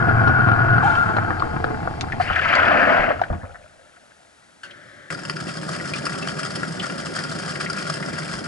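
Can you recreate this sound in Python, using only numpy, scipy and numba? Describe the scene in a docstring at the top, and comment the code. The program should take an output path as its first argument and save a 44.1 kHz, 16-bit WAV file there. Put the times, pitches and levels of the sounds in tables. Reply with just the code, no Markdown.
"""A laundry room, just above the open steel tub of a top-loading washer at the end of its spin.
The motor cuts out and the brake rubs, driving resonances by friction. The drum knocks as it slows,
water falls from its wall in a slosh of ringing bubbles, and the drum stops with a thump.
After a pause the inlet valve clicks and hisses; then the impacts of a spray excite the modes of
the steel and drum dully on the wet laundry."""
import sys
import numpy as np
from scipy import signal
from scipy.fft import rfft, irfft, next_fast_len
from scipy.io import wavfile
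from scipy.ndimage import uniform_filter1d
from numba import njit

SR = 44100
rng = np.random.default_rng(int(sys.argv[2]) if len(sys.argv) > 2 else 0)


def bounce(signal):
    """Save signal as a 16-bit WAV file at the path given by the first command-line argument."""
    frames = np.transpose(np.atleast_2d(signal))
    limited = np.clip(frames, -1, 1)
    pcm = np.round(limited * 32767).astype(np.int16)
    wavfile.write(sys.argv[1], SR, pcm)


N = 373527
T = np.arange(N) / SR
MOTOR_OFF_S, BRAKE_S, SLOSH_S, STOP_S, VALVE_S, SPRAY_S = 0.773, 0.815, 2.19, 2.99, 4.64, 5.104


def undb(db):
    """Decibels to amplitude ratio."""
    return 10 ** (np.asarray(db) / 20)


def unit(x):
    """Normalisation to rms 1."""
    return x / np.sqrt(np.mean(x ** 2))


def curve(table):
    """Linear interpolation of (time, value) rows."""
    return np.interp(T, *np.transpose(table))


def ramp(at, length):
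    """A linear rise from 0 to 1; start and length in seconds."""
    return np.clip((T - at) / length, 0, 1)


def swell(db, full_s, end_s, rise, fall):
    """Exponential growth, hold and decay as a gain; rise and fall in dB per second."""
    return undb(db - rise * np.maximum(full_s - T, 0) - fall * np.maximum(T - end_s, 0))


def noise():
    """Gaussian white noise."""
    return rng.standard_normal(N)


def walk(rate):
    """Smooth random modulation of rms 1, with about rate new values a second."""
    step = max(int(SR / rate), 1)
    return unit(uniform_filter1d(np.repeat(noise()[:N // step + 1], step), step)[:N])


def on_log(points, hz):
    """Interpolation of a spectrum along a logarithmic frequency axis."""
    known_hz, values = np.transpose(points)
    return np.interp(np.log(hz + 1), np.log(known_hz), values)


def colour(x, points, size=8192):
    """Minimum-phase filtering to a given spectrum, by folding the cepstrum; rms 1."""
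    cepstrum = irfft(np.log(undb(on_log(points, np.fft.rfftfreq(size, 1 / SR)))))
    cepstrum[1:size // 2] *= 2
    cepstrum[size // 2 + 1:] = 0
    return unit(signal.oaconvolve(x, irfft(np.exp(rfft(cepstrum))))[:N])


def passband(x, order, hz, kind):
    """A maximally flat low-pass, high-pass or band-pass filter."""
    return signal.sosfilt(signal.butter(order, hz, kind, fs=SR, output="sos"), x)


def ring(x, modes):
    """Modal superposition: parallel resonators, each with a frequency, bandwidth and gain."""
    return sum(undb(db) * signal.lfilter(*signal.iirpeak(hz, max(hz / width, .6), SR), x)
               for hz, width, db in modes)


def rub(hz, width, steady):
    """Friction-driven resonance: a steady tone plus narrowband noise, both following hz."""
    phase = 2 * np.pi * np.cumsum(hz * np.ones(N)) / SR
    return unit((steady + walk(width)) * np.cos(phase) + walk(width) * np.sin(phase))


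def impacts(rate, spread_db):
    """Shot noise: rate random impulses a second, a few much larger than the rest."""
    impulses = (rng.random(N) < rate / SR) * np.sign(noise())
    return impulses * undb(spread_db * np.minimum(rng.exponential(size=N), 4))


@njit
def ring_bubbles(starts, hz, cycles, sizes, glide):
    """Each bubble is a damped oscillator whose pitch rises by the fraction glide."""
    out = np.zeros(N)
    for k in range(len(starts)):
        length, phase = int(cycles * SR / hz[k]), 0.
        for i in range(min(length, N - starts[k])):
            phase += 2 * np.pi * hz[k] * (1 + glide * i / length) / SR
            out[starts[k] + i] += sizes[k] * np.exp(-5 * i / length) * np.sin(phase)
    return out


def bubbles(rate, low_hz, high_hz, cycles, spread_db, glide):
    """A cloud of bubbles of mixed sizes, with resonances spread evenly in log frequency; rms 1."""
    sizes = impacts(rate, spread_db)
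    starts = np.flatnonzero(sizes)
    hz = low_hz * (high_hz / low_hz) ** rng.random(N)[starts]
    return unit(ring_bubbles(starts, hz, float(cycles), sizes[starts], float(glide)))


def burst(t60, rise, size=12000):
    """Contact noise that builds up, then decays by 60 dB in t60 seconds."""
    t = T[:size]
    return rng.standard_normal(size) * undb(-60 * t / max(t60, .002)) * (1 - np.exp(-t / rise))


def add(out, at, db, sound):
    """Superposition of one event at its peak level."""
    start = max(int(at * SR), 0)
    out[start:start + len(sound)] += (undb(db) * sound / np.abs(sound).max())[:N - start]


def blows(table, rise, rattle_db, tail, band_hz, size=9000, order=4):
    """Each impact excites one damped mode, plus contact noise lasting tail times as long."""
    out, t = np.zeros(N), T[:size]
    for at, db, hz, t60 in table:
        tone = np.sin(2 * np.pi * hz * t) * undb(-60 * t / t60) * (1 - np.exp(-t / rise)) ** 2
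        rattle = passband(burst(tail * t60, rise, size), order, band_hz, "band")
        add(out, at, db, tone / np.abs(tone).max() + undb(rattle_db) * rattle / np.abs(rattle).max())
    return out


# Left against right. Each row: frequency in Hz, phase lead in radians before scaling by lead.
PHASE_LEAD = [(50, 0.29), (120, 0.53), (260, 1.68), (1400, 1.68), (2500, 1.57), (3500, 1.58), (5000, 1.12)]
# Stereo balance. Each row: frequency in Hz, left minus right in dB.
BALANCE = [(110, 0), (190, -2), (600, 2), (1100, 4), (1900, 6.5), (3500, 0), (6000, 0), (9000, -2)]
# The tub's echo. Each row: frequency in Hz, level in dB relative to wet_db.
TUB_ECHO = [(110, -12), (220, 3), (450, 4.5), (700, -2.5), (1500, -2), (2000, 3), (3200, 7)]
def tub_space(x, lead, wet_db, t60):
    """Phase and level differences place a source; reflections from the tub add a short echo."""
    size = next_fast_len(N + SR // 2)
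    hz = np.fft.rfftfreq(size, 1 / SR)
    sides = np.array([[1], [-1]])
    half_phase = np.clip(lead * on_log(PHASE_LEAD, hz) / 2, -1, 1)
    t = T[:SR // 3]
    echo = rng.standard_normal((2, len(t))) * undb(-60 * t / t60) * (t > .002)
    echo = rfft(echo / np.sqrt(np.sum(echo ** 2, axis=1, keepdims=True)), size)
    wet = undb(wet_db + on_log(TUB_ECHO, hz))
    response = (np.exp(1j * sides * half_phase) + wet * echo) / np.hypot(1, wet) / np.cos(half_phase)
    balance = undb(sides * on_log(BALANCE, hz) / 2)
    return irfft(rfft(x, size) * response * balance, size)[:, :N]


def walls(x, t60, dull_hz):
    """Diffuse reverberation: the room adds a dull exponential tail, independent on each side."""
    tail = rng.standard_normal((2, SR)) * undb(-60 * T[:SR] / t60) * (T[:SR] > .012)
    tail /= np.sqrt(np.sum(tail ** 2, axis=1, keepdims=True))
    return signal.oaconvolve(passband(x, 1, dull_hz, "low")[None], tail, axes=1)[:, :N]


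# The quiet room. Each row: frequency in Hz, relative spectral density in dB.
ROOM_SPECTRUM = [(25, -15), (80, 2.5), (190, 2.5), (450, -2), (685, 3), (830, 0), (1140, -6), (1350, 3),
                 (1750, -2), (2300, -7), (7900, -10.5), (11000, -14)]
def room_tone():
    """Ambient noise floor: faint broadband noise whose level drifts slightly."""
    ambience = colour(noise(), ROOM_SPECTRUM) * undb(-55.5 + .5 * walk(0.12))
    return tub_space(ambience, lead=1.0, wet_db=-17, t60=0.14)


# Flow in the hose. Each row: frequency in Hz, relative spectral density in dB.
HOSE_SPECTRUM = [(35, -41), (60, -23), (108, -3.5), (171, -6), (383, -7), (476, -14), (592, -0.5),
                 (660, -16), (999, -30), (1070, -16.5), (1580, -2), (2100, -9), (2610, -24), (3170, -18),
                 (11000, -49)]
# Strikes of the valve armature. Each row: start in seconds, peak level in dB.
ARMATURE_CLICKS = [(4.632, -27), (4.647, -34)]
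# The valve body. Each row: frequency in Hz, bandwidth in Hz, gain in dB.
VALVE_BODY_MODES = [(1530, 87, 8.5), (2800, 160, 1), (4360, 250, -10)]
def valve():
    """Impact and flow noise: the valve snaps open, the hose hisses and air leaves the nozzle."""
    hose = colour(noise(), HOSE_SPECTRUM) * undb(-48 + 2.2 * ramp(5.46, 0.26)) * ramp(VALVE_S, 0.0068)
    air = rub(5300, 900, steady=0) * swell(-69, 4.88, 4.88, rise=105, fall=40)
    out = hose + air
    for at, db in ARMATURE_CLICKS:
        add(out, at, db, ring(burst(0.1, rise=0.001), VALVE_BODY_MODES))
    return out


# Slugs of water. Each row: start in seconds, peak of the drum's ring in dB, peak of the splat in dB.
JET_SLUGS = [(5.103, -17, -54), (5.129, -22, -46), (5.148, -24, -31), (5.251, -21.5, -22),
             (5.297, -16.5, -15), (5.367, -22.5, -25), (5.936, -23, -22), (6.054, -23, -15),
             (6.067, -12, -25), (6.285, -36, -17), (6.393, -27, -43), (6.431, -20.5, -19),
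             (6.557, -28, -18.5), (6.632, -15, -46), (6.899, -19, -32), (7.19, -29, -26),
             (7.238, -25.5, -17), (7.605, -20, -38), (7.699, -21, -16.5), (7.9, -21.5, -43),
             (7.94, -36, -18)]
# The steel drum under drops. Each row: frequency in Hz, bandwidth in Hz, gain in dB.
STEEL_MODES = [(587, 43, -4), (1200, 110, -6.5), (1401, 48, 11.5), (1656, 100, 1), (4460, 81, -14)]
# A bursting slug. Each row: frequency in Hz, relative spectral density in dB.
SPLAT_SPECTRUM = [(300, -27.5), (2000, -20), (3100, 9.5), (3800, -14), (5000, 17.5), (6000, -9), (9500, -2),
                  (11200, -16)]
def slugs():
    """Impulsive excitation: each fat slug from the jet rings the drum and bursts in a bright splat."""
    out = np.zeros(N)
    for at, ring_db, splat_db in JET_SLUGS:
        add(out, at, ring_db, ring(burst(0.012, rise=0.000058), STEEL_MODES))
        add(out, at, splat_db, colour(burst(0.0091, rise=0.00063), SPLAT_SPECTRUM))
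    return out


# Drops on steel and on wet cloth. Each row: frequency in Hz, relative spectral density in dB.
PATTER_SPECTRUM = [(300, -18), (650, 10), (920, -9), (1250, 11.5), (1800, 5.5), (2400, -20.5), (3000, 2.5),
                   (3800, -7), (4650, 3.5), (5050, 8), (5900, -5.5), (8400, -5.5), (10000, -8.5),
                   (11200, -25.5)]
CLOTH_SPECTRUM = [(20, -27), (55, -32), (85, -9.5), (115, -6.5), (155, 5), (215, -4.5), (280, -1.5),
                  (360, -11.5), (420, -7), (490, -9), (560, -10.5), (900, -19.5), (2000, -39)]
def spray():
    """Modulated shot noise: a spluttering jet ticks on steel, splats in puddles and drums on cloth."""
    # clumps of drops land together and scatter within a few hundredths of a second
    clumps = signal.lfilter([1], [1, -np.exp(-1 / (.009 * SR))], impacts(90, 1.2) ** 2)
    splutter = np.sqrt(.7 + clumps / clumps.mean()) * undb(1.5 * walk(100) + .7 * walk(14))

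    def patter():
        drops = impacts(7000, 2.34) + 0.49 * noise()
        return colour(drops * splutter * undb(4.54 * walk(300)), PATTER_SPECTRUM)

    # the jet lands in two patches, one towards each side; only fine drops reach the far one
    near, far = patter(), passband(patter(), 2, 2500, "high")
    steel = undb(-3) * unit(ring(impacts(700, 2.0) * splutter, STEEL_MODES))
    puddles = unit(bubbles(220, 1150, 2900, cycles=14, spread_db=2.2, glide=.05) * splutter)
    # a brief first gush, then a weaker flow that builds to full pressure
    gush_db = 7 * (1 - ramp(SPRAY_S, 0.044))
    weak_db = 8 * (1 - ramp(SPRAY_S, 0.76))
    flow = undb(-30.5 - weak_db + gush_db) * ramp(SPRAY_S, 0.0013)
    cloth = colour(impacts(500, 0.87), CLOTH_SPECTRUM)
    cloth *= undb(-33 - .5 * weak_db + gush_db) * ramp(SPRAY_S, 0.0042)
    near_patch = (undb(-6) * (near + steel) + undb(-12.5) * puddles) * flow + cloth + slugs()
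    return (tub_space(near_patch, lead=0.84, wet_db=-8, t60=0.05)
            + tub_space(undb(-9) * far * flow, lead=-0.68, wet_db=-8.5, t60=0.0089))


# Single splashes and drips. Each row: start in seconds, peak level in dB, pitch in Hz.
LOUD_SPLASHES = [(2.1206, -18, 1850), (2.357, -16, 1640), (2.39, -12, 1544), (2.419, -14, 1700),
                 (2.455, -11, 1330), (3.193, -25, 1280), (3.235, -16.5, 1580), (3.5534, -35, 1430),
                 (3.962, -42, 1500), (4.117, -44, 1500), (4.708, -34, 3080), (5.797, -24.5, 2000),
                 (5.935, -17.5, 2480), (5.97, -29, 2700), (6.224, -24, 2680), (6.796, -19.5, 3050),
                 (7.1857, -19.5, 1650), (7.554, -24.5, 1900), (7.66, -20, 1990), (7.782, -26, 2250),
                 (8.025, -25, 2020)]
def splashes(t60=0.045, q=7):
    """Cavity resonance: each splash is a ragged burst that rings a well-damped pocket of air."""
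    out = np.zeros(N)
    for at, db, hz in LOUD_SPLASHES:
        pocket = ring(burst(t60, rise=0.0011), [(hz, hz / q, 0)])
        add(out, at, db, ring(pocket, [(hz, hz, 0)]))
    return out


# Churning water. Each row: frequency in Hz, relative spectral density in dB.
CHURN_SPECTRUM = [(88, -47), (150, -16), (239, -12), (375, -25), (667, 1), (842, -8.5), (1080, -5),
                  (1580, 4), (2860, -6.5), (3680, -24.5), (4730, -17.5), (5970, -30), (7820, -33),
                  (11000, -53)]
def slosh(ebb_s=2.934, collapse_s=3.123):
    """Bubble resonance: water falls back from the wall of the slowing drum, churns and subsides."""
    cloud = bubbles(3200, 499, 7180, cycles=15, spread_db=1.7, glide=0.1)
    churn = colour(cloud + undb(-8.5) * noise(), CHURN_SPECTRUM)
    # thin and bright at first, fuller as more water falls
    thin, full = (unit(passband(churn, 2, hz, "high")) for hz in (1920, 734))
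    filling = ramp(2.356, 0.21)
    rush = thin * np.sqrt(1 - filling) + full * np.sqrt(filling)
    large_bubbles = bubbles(1200, 187, 883, cycles=11, spread_db=1.8, glide=0.25)
    gurgle = unit(ring(large_bubbles, [(654, 177, 9.5), (280, 87, -5.5)]))
    gurgle *= swell(-23, 2.72, ebb_s, rise=55, fall=30)
    # separate slaps merge into one rush
    slapping_db = (3.4 - 1.9 * ramp(2.4, 0.2)) * walk(150)
    rush *= undb(slapping_db) * swell(-19, 2.574, ebb_s, rise=48, fall=51)
    flung = colour(noise(), [(2000, -21.5), (4700, 10), (5900, -4), (11000, -9)])
    flung *= undb(-37 - 77 * ramp(2.193, 0.44))
    first_drops = bubbles(260, 1700, 3300, cycles=30, spread_db=1, glide=.1)
    first_drops *= swell(-29.5, 2.48, 2.48, rise=25, fall=25)
    collapse = undb(-20 * np.maximum(T - collapse_s, 0) / 0.082)
    return (rush + gurgle + flung + first_drops) * collapse * ramp(SLOSH_S, 0.028)


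def trickle(end_s=3.533):
    """Sparser bubble resonances: the last water runs off the drum, then dribbles away."""
    spectrum = [(150, -36), (420, -10), (680, 0.5), (950, -18), (1500, 1), (3200, -13), (6000, -5)]
    water = colour(bubbles(500, 472, 3300, cycles=22, spread_db=3.4, glide=0.32), spectrum)
    runoff = undb(-48.5) * (1 - ramp(end_s, 0.052))
    dribble = swell(-52.5, end_s, end_s, rise=0, fall=19)
    return water * (runoff + dribble) * ramp(SLOSH_S, 0.028)


# The slowing drum. Each row: time in seconds, speed in turns per second.
DRUM_SPEED = [(0, 10.18), (.86, 10.17), (1.3, 8.55), (1.85, 6.23), (2.4, 4), (3.3, 3.1)]
def speed_share():
    """Rotation rate as a fraction of full speed."""
    speed = curve(DRUM_SPEED)
    return speed / speed[0]


# The rattling drum. Each row: frequency in Hz, bandwidth in Hz, gain in dB.
RATTLE_MODES = [(434, 84, -5.5), (730, 150, 1.5), (910, 60, -6), (1428, 200, 13)]
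def clatter():
    """Random impacts excite the drum's modes: lightly as the brake drags, hard as water slaps it."""
    dragging, slapping = (unit(ring(passband(impacts(rate, 0.64), 4, 1700, "low"), RATTLE_MODES))
                          for rate in (34, 170))
    dragging *= undb(-43 - 2 * np.log2(speed_share())) * ramp(BRAKE_S, 0.054)
    slapping *= swell(-23, 2.64, 2.64, rise=90, fall=10.6)
    return (dragging + slapping) * (1 - ramp(STOP_S, 0.23))


# Impacts. Each row: start in seconds, peak level in dB, pitch in Hz, 60 dB decay in seconds.
DRUM_KNOCKS = [(.487, -9.5, 1410, .02), (1.167, -9, 1450, 0.03), (1.184, -8, 810, 0.027),
               (1.305, -10.5, 910, 0.015), (1.422, -7, 1157, 0.014), (1.561, -21.5, 650, .02),
               (1.642, -8, 1370, 0.0091), (1.706, -20, 455, 0.024), (1.874, -12, 680, 0.014),
               (2.299, -13, 1400, 0.067), (3.052, -17, 1530, 0.021), (3.215, -6.5, 722, 0.018),
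               (3.301, -18.5, 605, 0.072), (3.327, -24, 702, 0.12), (3.431, -29, 563, 0.11)]
SHARP_TICKS = [(.278, -28, 5530, 0.046), (.953, -21.5, 4480, 0.024), (1.167, -25, 3020, 0.051),
               (1.397, -25, 4400, .035), (1.642, -25.5, 2940, 0.024), (3.215, -28.5, 2320, .05)]
LOW_THUMPS = [(2.298, -22.5, 43.4, 0.093), (2.99, -23.5, 29.1, 0.22), (3.300, -16.5, 44.2, 0.097),
              (3.318, -19, 85, 0.17), (3.428, -26.5, 90.4, 0.16), (8.33, -37.5, 61.6, 0.24)]  # dull thumps as the drum slows and stops; a faint handling bump at the end
BRAKE_GRABS = [(2.198, -10, 727, 0.034), (3.076, -13, 662, .03), (3.102, -7.5, 606, 0.031)]
STEEL_SNAPS = [(2.010, -8, 3500, 0.0081), (2.553, -13.5, 4620, 0.014)]
def jolts():
    """Damped free vibration: knocks, ticks, snaps, low thumps and groans where the brake grabs."""
    knocks = blows(DRUM_KNOCKS, rise=.0003, rattle_db=3, tail=1.1, band_hz=(450, 1600), order=5)
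    ticks = blows(SHARP_TICKS, rise=.0001, rattle_db=12.5, tail=.41, band_hz=(2070, 4700), order=3)
    thumps = blows(LOW_THUMPS, rise=.0047, rattle_db=-5, tail=1.1, band_hz=(45, 277), size=16000)
    grabs = blows(BRAKE_GRABS, rise=.009, rattle_db=-3, tail=1.3, band_hz=(550, 1700))
    snaps = blows(STEEL_SNAPS, rise=.0001, rattle_db=9, tail=.3, band_hz=(2200, 5400), order=2)
    return knocks + ticks + snaps + thumps + grabs


# The note of the brake. Each row: time in seconds, pitch in Hz at full drum speed.
BRAKE_PITCH = [(.81, 1260), (.825, 1112), (.842, 752), (.872, 875), (.92, 874)]
def brake(release_s=2.2):
    """Friction-induced vibration: the brake bites with a squawk and a hiss, then rubs a sinking note."""
    hz = curve(BRAKE_PITCH) * speed_share() ** 0.07
    squawk = rub(hz, 150, steady=0.92) * swell(-17.5, BRAKE_S, 0.868, rise=0, fall=281)
    rubbing = rub(hz, 60, steady=0.44) * swell(-32.5, BRAKE_S, BRAKE_S, rise=0, fall=8)
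    rubbing *= 1 - ramp(release_s, 0.12)
    lining = colour(noise(), [(1000, 9), (2500, 9), (5000, -5.5), (7000, -7.5), (11000, -16.5)])
    lining *= undb(-34 - 16.3 * ramp(BRAKE_S, 0.48)) * ramp(BRAKE_S, 0.028) * (1 - ramp(STOP_S, 0.37))
    return (squawk + rubbing) * ramp(BRAKE_S, 0.0024) + lining


# The motor's tones. Each row: frequency in Hz, mean level in dB.
MOTOR_TONES = [(109.8, -25), (130.6, -30.5)]
def motor_hum(beat_db=3.5, beat_s=0.3, crest_s=0.14):
    """Amplitude modulation: the hum beats slowly until the motor cuts out."""
    tones = sum(undb(db) * rub(hz, 10, steady=3.5) for hz, db in MOTOR_TONES)
    beat = undb(beat_db * np.cos(2 * np.pi * (T - crest_s) / beat_s))
    return tones * beat * (1 - ramp(MOTOR_OFF_S, 0.019))


# The whistle of the bearing. Each row: time in seconds, pitch in Hz, level in dB before the throb.
BEARING_WHISTLE = [(0, 1468, -43.5), (.045, 1460, -17.5), (.13, 1432, -35), (.21, 1492, -20.5),
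                   (.27, 1422, -30), (.35, 1468, -20.5), (.45, 1448, -28.5), (.555, 1379, -22.5),
                   (.59, 1465, -21), (.66, 1423, -27), (.73, 1454, -21), (.78, 1485, -26.5),
                   (.9, 1400, -23), (.955, 1360, -27.5), (1.005, 1425, -18.5), (1.065, 1370, -28),
                   (1.26, 1310, -36), (1.9, 1200, -69)]
def bearing():
    """Friction feeds a resonance in the bearing, which wavers in pitch and level."""
    times, hz, db = np.transpose(BEARING_WHISTLE)
    pitch = np.interp(T, times, hz) * (1 + .006 * walk(70))
    return rub(pitch, 90, steady=2) * undb(np.interp(T, times, db))


# Drum rumble and gear whir. Each row: frequency in Hz, relative spectral density in dB.
RUMBLE_SPECTRUM = [(20, 2), (55, -10.5), (90, 9), (135, 6.5), (190, -0.5), (250, 2.5), (350, -4),
                   (450, -4.5), (560, -9), (700, 0), (950, -6.5), (1300, -12), (1900, -18.5), (3000, -29.5),
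                   (6000, -57), (11000, -62)]
GEAR_SPECTRUM = [(500, -16.5), (900, -14), (1090, 4), (1200, -2.5), (1400, 14.5), (1700, 0.5), (1900, -13),
                 (2900, -22.5), (3700, -37.5), (11000, -78)]
def spinning_drum():
    """Rotational modulation: rumble and whir throb at multiples of the turning rate and fade with it."""
    share = speed_share()
    halvings = -np.log2(share)
    angle = 2 * np.pi * np.cumsum(curve(DRUM_SPEED)) / SR
    throb = undb(np.cos(angle) + 1.46 * np.cos(4 * angle) + 1.3 * np.cos(7 * angle))
    drive_db = 4.5 * (1 - ramp(MOTOR_OFF_S, 0.28))  # the driven drum shakes harder
    rumble = colour((noise() + 5 * impacts(250, 4.3)) * throb, RUMBLE_SPECTRUM)
    rumble *= undb(-26.5 + drive_db - 6 * halvings)
    whistle = bearing()
    gears = colour(noise() + 4 * impacts(900, 0.77), GEAR_SPECTRUM) * undb(-24 - 35 * halvings)
    whir = (whistle + gears) * throb
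    drone = rub(109.7 * share, 26, steady=0.27) * undb(-29.5 - 18 * halvings)
    # the cabinet's resonance booms once the drum has slowed
    cabinet = rub(84.5, 26, steady=0.13) * undb(-38) * ramp(1.7, 0.16)
    # air and flung droplets hiss round the drum
    hiss = colour(noise(), [(1500, -5), (3600, -11), (4700, 4.5), (6000, -8.5), (11000, -14.5)])
    hiss *= undb(-53.5 - 1.7 * halvings)
    # for half a second the gears sing a sinking note and the shaft shakes the frame
    gear_note = undb(-37.5) * rub(552 * share ** .58, 20, steady=3)
    shake = undb(-37) * np.cos(4.6 * angle)
    shudder = (gear_note + shake) * ramp(1.245, 0.18) * (1 - ramp(1.745, 0.048))
    return (rumble + whir + drone + cabinet + hiss + shudder) * (1 - ramp(STOP_S, 0.5))


def scene():
    """Superposition of machine and water in the tub, their reverberation and the quiet room."""
    machine = motor_hum() + spinning_drum() + brake() + clatter() + jolts()
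    water = slosh() + trickle() + splashes() + valve()
    tub = tub_space(machine, lead=0.92, wet_db=-8.5, t60=0.049)
    tub += tub_space(water, lead=0.79, wet_db=-11.5, t60=0.1)
    return room_tone() + tub + spray() + undb(-12) * walls(machine + water, t60=0.98, dull_hz=700)


def record(dry):
    """Soft saturation rounds the loudest peaks; a steep low-pass cuts the top."""
    return signal.sosfilt(signal.ellip(10, .2, 70, 11050, fs=SR, output="sos"), np.tanh(dry))


dry = scene()
out = record(dry)
bounce(out)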